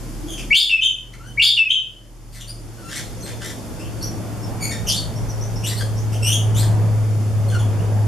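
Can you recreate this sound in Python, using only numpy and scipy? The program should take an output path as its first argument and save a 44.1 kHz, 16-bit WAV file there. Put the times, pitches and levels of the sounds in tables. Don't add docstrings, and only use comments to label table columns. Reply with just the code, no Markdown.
import sys
import numpy as np
from scipy import signal
from scipy.fft import rfft, irfft, next_fast_len
from scipy.io import wavfile
from scipy.ndimage import uniform_filter1d

SR = 44100
rng = np.random.default_rng(int(sys.argv[2]) if len(sys.argv) > 2 else 0)


def to_wav(s):
    ch = np.atleast_2d(s).T
    pcm = np.round(np.clip(ch, -1, 1) * 32767)
    wavfile.write(sys.argv[1], SR, pcm.astype(np.int16))


N = 355887

# (frequency [Hz], relative density [dB per Hz])
HISS_SPECTRUM = [(880, -9.5), (1500, -6.5), (2850, -10.5), (3650, -9), (3940, -10.5), (4770, -8),
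                 (11100, -8), (14700, -22)]
HISS_PATCHY_DB = 0.9


def gain_of(db):
    return 10 ** (np.asarray(db) / 20)


def evened(x):
    return x / np.sqrt(np.mean(x ** 2) + 1e-20)


def read(points, hz, column=1):
    table = np.transpose(points)
    return np.interp(np.log(hz + 1), np.log(table[0] + 1), table[column])


def along(points):
    return np.interp(np.arange(N) / SR, *np.transpose(points))


def add(mix, start_s, sound):
    part = mix[round(start_s * SR):][:len(sound)]
    part += sound[:len(part)]


def wobble(size, period_s):
    width = max(round(period_s * SR), 1)
    smooth = uniform_filter1d(rng.standard_normal(size), width)
    return evened(uniform_filter1d(smooth, width))


def pair(a, b, likeness):
    likeness = np.clip(likeness, -1, 1)[:, None]
    return np.array([a, likeness * a + np.sqrt(1 - likeness ** 2) * b])


def noise(spectrum, patchy_db):
    # (frequency [Hz], left-right likeness [-1 to 1])
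    likeness = [(25, -0.8), (55, -0.11), (80, -0.95), (130, 0.92), (290, 0.75), (700, 0.72), (3000, 0.47),
                (6500, 0.46), (10000, 0.41), (14300, -0.052)]
    # (frequency [Hz], left minus right [dB])
    lean = [(60, 0), (180, .5), (540, -2), (1600, -1), (4780, 2), (14300, 0)]
    # (frequency [Hz], left lead [rad])
    lead = [(100, 0.5), (780, -.5), (2150, 0.5), (5000, -0.2), (7200, 0.5), (10000, 4.5), (14500, -2.5)]
    frames = N // 512 + 5
    hz = np.fft.rfftfreq(2048, 1 / SR)
    a, b, c, d, patches = rng.standard_normal((frames, len(hz), 5)).T
    patches = uniform_filter1d(patches, 6, 0)
    patches = evened(uniform_filter1d(patches, 14, 1))
    z = pair(a + 1j * b, c + 1j * d, read(likeness, hz))
    z *= gain_of(read(spectrum, hz)[:, None] + patchy_db * patches)
    z[0] *= (gain_of(read(lean, hz)) * np.exp(1j * read(lead, hz)))[:, None]
    return evened(signal.istft(z, nperseg=2048, noverlap=1536)[1][:, :N])


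def hum(rows, waver_db, right_lead_cycles):
    s, hz, db = np.transpose(rows)
    t = np.arange(N) / SR
    drifting_hz = np.interp(t, s, hz) + 0.5 * wobble(N, 0.05)
    cycles = np.cumsum(drifting_hz) / SR
    level = gain_of(np.interp(t, s, db) + waver_db * wobble(N, 0.09))
    return np.sqrt(2) * level * np.sin(2 * np.pi * (cycles + np.array([[0], [right_lead_cycles]])))


def engine_drone():
    # (time [s], pitch [Hz], level [dB])
    drone_curve = [(0, 117, -45.5), (.6, 120.5, -44), (1.3, 119.3, -30.5), (2.0, 116.4, -37),
                   (2.58, 115, -30.5), (2.85, 115, -43), (3.42, 112.9, -34.5), (3.65, 112.5, -44),
                   (3.9, 112.3, -35), (4.55, 111.4, -30.5), (5.08, 111.2, -32.5), (5.55, 110, -26),
                   (6.05, 108, -21.5), (6.7, 107.6, -15), (7.3, 106.2, -19.5), (7.64, 105.8, -16.5),
                   (7.79, 104.8, -21.5), (8.07, 105.3, -15)]
    left_minus_right_db = 1
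    sides = gain_of(np.array([[0.5], [-0.5]]) * left_minus_right_db)
    return hum(drone_curve, 0.23, 0.02) * sides


def throb():
    # (time [s], pitch [Hz], level [dB])
    throb_curve = [(0, 38.5, -34.5), (1.0, 41.5, -31.5), (1.5, 44, -31), (1.9, 43, -34),
                   (2.2, 39.24, -27.5), (2.6, 40.3, -30), (3.2, 43, -70)]
    return hum(throb_curve, 1.4, 0.018)


def rumble():
    # (frequency [Hz], relative density [dB per Hz])
    spectrum = [(32, -38), (55, -8.5), (78, -6), (112, -4.5), (133, -18.5), (156, -11), (231, -15.5),
                (286, -19.5), (591, -20), (3800, -49), (4940, -99), (8360, -120)]
    # (time [s], level [dB])
    level_db = [(0, -35), (1.3, -33), (3.0, -35), (4.6, -27.5), (5.0, -29), (6.2, -29), (6.72, -23.5),
                (7.2, -29.5), (7.75, -24.5), (8.07, -27)]
    return gain_of(along(level_db)) * noise(spectrum, patchy_db=1.5)


def hiss():
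    return gain_of(-43.5) * noise(HISS_SPECTRUM, HISS_PATCHY_DB)


def moan():
    # (frequency [Hz], relative density [dB per Hz])
    spectrum = [(200, -34), (240, -6), (270, -10.5), (310, 1.5), (345, -3.5), (420, -39.5)]
    # (time [s], level [dB])
    level_db = [(0, -39), (1.3, -42.5), (2.8, -47), (4.5, -37), (4.85, -55)]
    return gain_of(along(level_db)) * noise(spectrum, patchy_db=3.5)


def syrinx_voice(rows):
    # (frequency [Hz], gain [dB])
    beak = [(1200, 8), (2000, 0.5), (3300, 5.5), (5000, 5), (7000, 4), (9500, 2), (12500, -6),
            (15000, -15.5)]
    s, *columns = np.transpose(rows)
    t = np.arange(s[0], s[-1], 1 / SR)
    hz, effort_db, tilt_db, rasp = (np.interp(t, s, c) for c in columns)
    rasp = abs(rasp)
    quick, slow = wobble(len(t), 0.00073), wobble(len(t), 0.00373)
    jitter = rasp * (0.78 * quick + 0.65 * slow)
    cycles = np.cumsum(hz * (1 + jitter)) / SR

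    k = np.arange(1, 12)[:, None]
    level = gain_of(tilt_db * np.log2(k) ** 0.65 + read(beak, k * hz)) * (k * hz < 16000)
    tone = (level * np.sin(2 * np.pi * k * cycles)).sum(0)
    tone /= np.sqrt((level ** 2).sum(0) / 2)

    air_band = signal.butter(3, [1500, 13000], "band", fs=SR, output="sos")
    air = signal.sosfilt(air_band, rng.standard_normal(len(t)))
    leak = np.minimum(14 * rasp, 1.5) * gain_of(5.0 * np.minimum(tilt_db, 0))
    voice = (tone + leak * air) / np.sqrt(1 + leak ** 2)

    depth = np.minimum(16 * rasp, 1.1)
    pulsing = np.minimum(45 * rasp, 0.5) * wobble(len(t), 0.004)
    flutter = (1 + depth * wobble(len(t), 0.0012) + pulsing) / np.sqrt(1 + depth ** 2)
    attack_s, release_s = 0.011, 0.0019
    edges = np.clip(np.minimum((t - t[0]) / attack_s, (t[-1] - t) / release_s), 0, 1)
    return s[0], gain_of(effort_db) * voice * flutter * edges


def chirp(start_s, length_s, first_hz, last_hz, top_db, place, tilt_db, rasp):
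    rise_db, fall_db = 12, 12
    dulling = 0.49
    bend = 0.75
    rasp_start, rasp_end = 0.72, 1.357
    u = np.linspace(0, 1, num=21)
    lost_db = rise_db * np.maximum(place - u, 0) + fall_db * np.maximum(u - place, 0)
    return np.transpose([
        start_s + length_s * u,
        first_hz + (last_hz - first_hz) * u ** bend,
        top_db - lost_db,
        tilt_db - dulling * lost_db,
        rasp * (rasp_start + (rasp_end - rasp_start) * u)])


def near_surfaces(song):
    # (delay [s], level [dB])
    echoes = [(.0045, -6), (.009, -2.5), (.014, -1), (.021, -16), (.029, -12.5)]
    near = np.array([song, song])
    for k, (delay_s, db) in enumerate(echoes):
        echo = gain_of(db) * song[:N - round(delay_s * SR)]
        add(near[k % 2], delay_s, echo)
        add(near[1 - k % 2], delay_s, 0.44 * echo)
    return near


def room(x):
    # (frequency [Hz], decay time t60 [s], left-right likeness [0 to 1])
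    walls = [(1500, 0.21, .85), (2940, 0.39, 0.75), (5000, 0.31, 0.8), (8000, 0.42, 0.22),
             (12700, 0.33, .45)]
    size, step = SR * 3 // 4, 20
    taps = np.zeros((2, size))
    grid = np.arange(400, size - step, step)
    at = grid + rng.integers(0, step, (2, len(grid)))
    np.put_along_axis(taps, at, rng.choice([-1., 1.], at.shape), 1)
    taps *= np.clip(np.arange(size) / SR / 0.033, 0, 1)
    hz, t, z = signal.stft(taps, SR, nperseg=256)
    z = pair(*z, read(walls, hz, column=2))
    z *= gain_of(-60 * t / read(walls, hz)[:, None])
    tail = signal.istft(z, SR, nperseg=256)[1]
    tail /= np.linalg.norm(tail[0])
    return signal.fftconvolve(x[None], tail, axes=1)[:, :N]


def starling():
    # (time from phrase start before stretch [s], pitch [Hz], effort [dB],
    # overtone tilt [dB at the 2nd harmonic], rasp [share of pitch jitter])
    phrase = [
        [(0, 1580, -28.5, -28, .002), (.009, 2250, -13.5, -38, .002), (.026, 2268, -3, -32.5, .002),
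         (.029, 2640, -2.5, -35, .003), (.033, 2820, 0.5, -36.5, .003), (.046, 2850, -11, -34, .005)],
        [(.043, 3010, -5.5, -28, 0.062), (.077, 3454, 3, -16, 0.049), (.122, 3519, -3, -27, 0.03),
         (.19, 3465, -16, -19, 0.011)],
        [(.041, 4450, -16, -12, .05), (.085, 4590, -3.5, -13, .05), (.165, 4450, -22.5, -21, 0.048)],
        [(.043, 2427, -25, -1, 0.018), (.075, 2440, -14, 7.5, 0.02), (.13, 2444, -29.5, 7.5, 0.026)],
        [(.19, 2952, 1.5, -38, 0.028), (.213, 2680, -2.5, -24, .012), (.24, 2622, 0, -35, 0.0063),
         (.31, 2548, -7, -35, 0.0042)],
        [(.31, 3165, -2, -15.5, .0045), (.325, 3056, 5, -27.5, 0.025), (.331, 3820, -4, -14.5, 0.012),
         (.35, 3161, -0.5, -16.5, .013), (.402, 3010, -5.5, -37, .0046)],
    ]
    # (start [s], added effort [dB], time stretch [ratio], added tilt [dB])
    sung = [(.5, 0.5, 1.0, 2.5), (1.368, 2.4, 1.042, -2)]
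    # (start [s], length [s], first pitch [Hz], last pitch [Hz], top effort [dB],
    # place of the top [0-1], tilt at the top [dB at the 2nd harmonic], rasp before growth [jitter share])
    chirps = [ (0.273, 0.074, 3360, 3136, -31, 0.56, -1, 0.031),
              (0.358, 0.068, 3200, 2946, -32.5, .45, -3, 0.1),
              (1.129, 0.02, 2160, 1555, -24.5, 0, -6, 0.13),
              (1.189, 0.091, 1250, 1550, -33.5, 0.63, -10.5, 0.022),
              (1.265, 0.049, 3066, 3010, -29, 0, -3, 0.0047),
              (2.318, 0.077, 4410, 4200, -30, 0.37, 2, 0.087),
              (2.341, 0.061, 2250, 1684, -31.5, 0.48, -5.5, 0.047),
              (2.401, 0.02, 3090, 3950, -22, 0.45, -1, 0.069),
              (2.42, 0.027, 3050, 2810, -26.5, 0.44, -4, 0.014),
              (2.471, 0.04, 4250, 4950, -26, 0.56, 0.5, 0.027),
              (2.775, .035, 1520, 1490, -39, 0.17, -11, 0.025),
              (2.815, 0.091, 1335, 1362, -35, 0.9, -0.5, 0.0035),
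              (2.881, 0.12, 1550, 2028, -26.5, 0.58, -3, 0.088),
              (3.202, .03, 6350, 5600, -40, .3, -8, 0.045), (3.223, 0.042, 4350, 4050, -34, 0.34, 3, 0.017),
              (3.252, .075, 2174, 1808, -31.5, 0, -3, 0.123),
              (3.307, 0.037, 3470, 3600, -37.5, 0.1, -2, .009),
              (3.402, 0.12, 1656, 1852, -30.5, 0.55, -2.5, 0.072),
              (3.794, 0.033, 2380, 2950, -33.5, 0, -4, 0.047),
              (3.82, 0.057, 2990, 2770, -43, 0.9, -13, 0.043),
              (4.008, 0.036, 4430, 4490, -28.5, .05, -6, 0.029),
              (4.021, 0.044, 5570, 5800, -23.5, 0.02, 0, 0.027),
              (4.419, 0.042, 5480, 5300, -39, .1, -12, 0.013),
              (4.601, 0.12, 2260, 2270, -25, 0.33, -1, 0.026),
              (4.708, 0.055, 1875, 1803, -26.5, 0.16, -5.5, 0.027),
              (4.857, 0.11, 2526, 3754, -21.5, 0.56, -4, 0.048),
              (4.863, 0.065, 6130, 4530, -19, .4, -2, 0.073),
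              (4.959, .035, 4570, 4490, -19, 0.24, -7, 0.02), (5.151, .04, 5413, 5670, -41, .4, -12, 0.024),
              (5.283, 0.045, 6120, 5280, -33, 0, -9, 0.029),
              (5.405, 0.047, 5350, 6300, -32.5, 0.02, -16, 0.02),
              (5.549, 0.064, 5140, 6120, -35.5, 0.07, -14, 0.036),
              (5.627, .04, 2646, 3120, -25, 0.75, -2, 0.043),
              (5.658, 0.053, 3190, 4590, -23.5, 0.35, 0.5, 0.042),
              (5.7, 0.036, 1936, 1880, -27.5, 0.45, -2.5, 0.03),
              (5.761, 0.064, 4310, 4570, -27.5, 0.4, 0.5, 0.044),
              (5.788, 0.031, 1806, 1565, -28, 0.7, -6.5, 0.034),
              (5.964, 0.052, 5400, 6380, -33.5, 0, -13, 0.044),
              (6.116, 0.059, 2714, 2930, -32.5, 0.12, 0.5, 0.057),
              (6.222, 0.14, 2606, 3290, -17.5, 0.47, -1, 0.035),
              (6.359, .04, 3400, 2990, -34, 0.8, -6, 0.023),
              (6.542, 0.084, 2855, 4504, -25.5, 0.52, 1.5, 0.046),
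              (6.619, .03, 2040, 1582, -28, 0.36, -3, 0.066), (7.481, 0.023, 4310, 4230, -30, 0, 5, 0.0059),
              (7.494, 0.027, 3550, 2992, -29, 0, 3, 0.029), (7.515, 0.047, 1608, 1413, -28, .7, -9, 0.016),
              (7.584, 0.037, 3700, 3070, -34.5, 0.1, 2, .016),
              (7.779, 0.037, 2607, 3000, -44, .45, -14, 0.016), ]
    song = np.zeros(N)
    for start_s, db, stretch, tilt_db in sung:
        for rows in phrase:
            moved = np.array(rows) * [stretch, 1, 1, 1, 1] + [start_s, 0, db, tilt_db, 0]
            add(song, *syrinx_voice(moved))
    for row in chirps:
        add(song, *syrinx_voice(chirp(*row)))
    heard = gain_of(-4.5) * near_surfaces(song) + gain_of(-5.5) * room(song)
    return heard * gain_of([[0.6], [-0.6]])


def gusts():
    # (frequency [Hz], relative density [dB per Hz])
    spectrum = [(15, -40), (25, -3), (40, 10.5), (60, -5.5), (90, -38.5)]
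    # (time [s], level [dB])
    level_db = [(2.6, -55), (3.2, -37.5), (4.65, -38), (4.85, -28), (5.05, -33), (6.2, -35), (8.07, -44)]
    return gain_of(along(level_db)) * noise(spectrum, patchy_db=4.0)


def scene():
    floor = rumble() + hiss() + moan() + gusts()
    return starling() + engine_drone() + throb() + floor


def limiter(dry):
    threshold_db, release_db_per_s = -10, 13.24
    strength = 1.11
    power_db = 10 * np.log10(abs(uniform_filter1d((dry ** 2).mean(0), 300)) + 1e-12)
    fall_db = np.arange(N) * release_db_per_s / SR
    held_db = np.maximum.accumulate(power_db + fall_db) - fall_db
    over_db = np.maximum(held_db - threshold_db, 0)
    return dry / gain_of(strength * uniform_filter1d(over_db, 400))


def record(dry):
    # (frequency [Hz], half-width [Hz], depth [0-1])
    dips = [(3930, 100, .85), (7850, 45, .9)]
    edge_hz = 14450
    ducked = limiter(dry)
    noisy = ducked + gain_of(-57.5) * noise(HISS_SPECTRUM, HISS_PATCHY_DB)
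    rounded = 1.15 * np.tanh(noisy / 1.15)
    size = next_fast_len(N + 4096)
    hz = np.fft.rfftfreq(size, 1 / SR)
    colour = np.ones(len(hz))
    for f, width_hz, depth in dips:
        colour *= 1 - np.clip(depth, 0, 1) / (1 + ((hz - f) / width_hz) ** 2)
    dipped = irfft(rfft(rounded, size) * colour, size)[:, :N]
    lowpass = signal.firwin(767, edge_hz, window=("kaiser", 11), fs=SR)
    return signal.oaconvolve(dipped, lowpass[None], "same")


dry = scene()
out = record(dry)
to_wav(out)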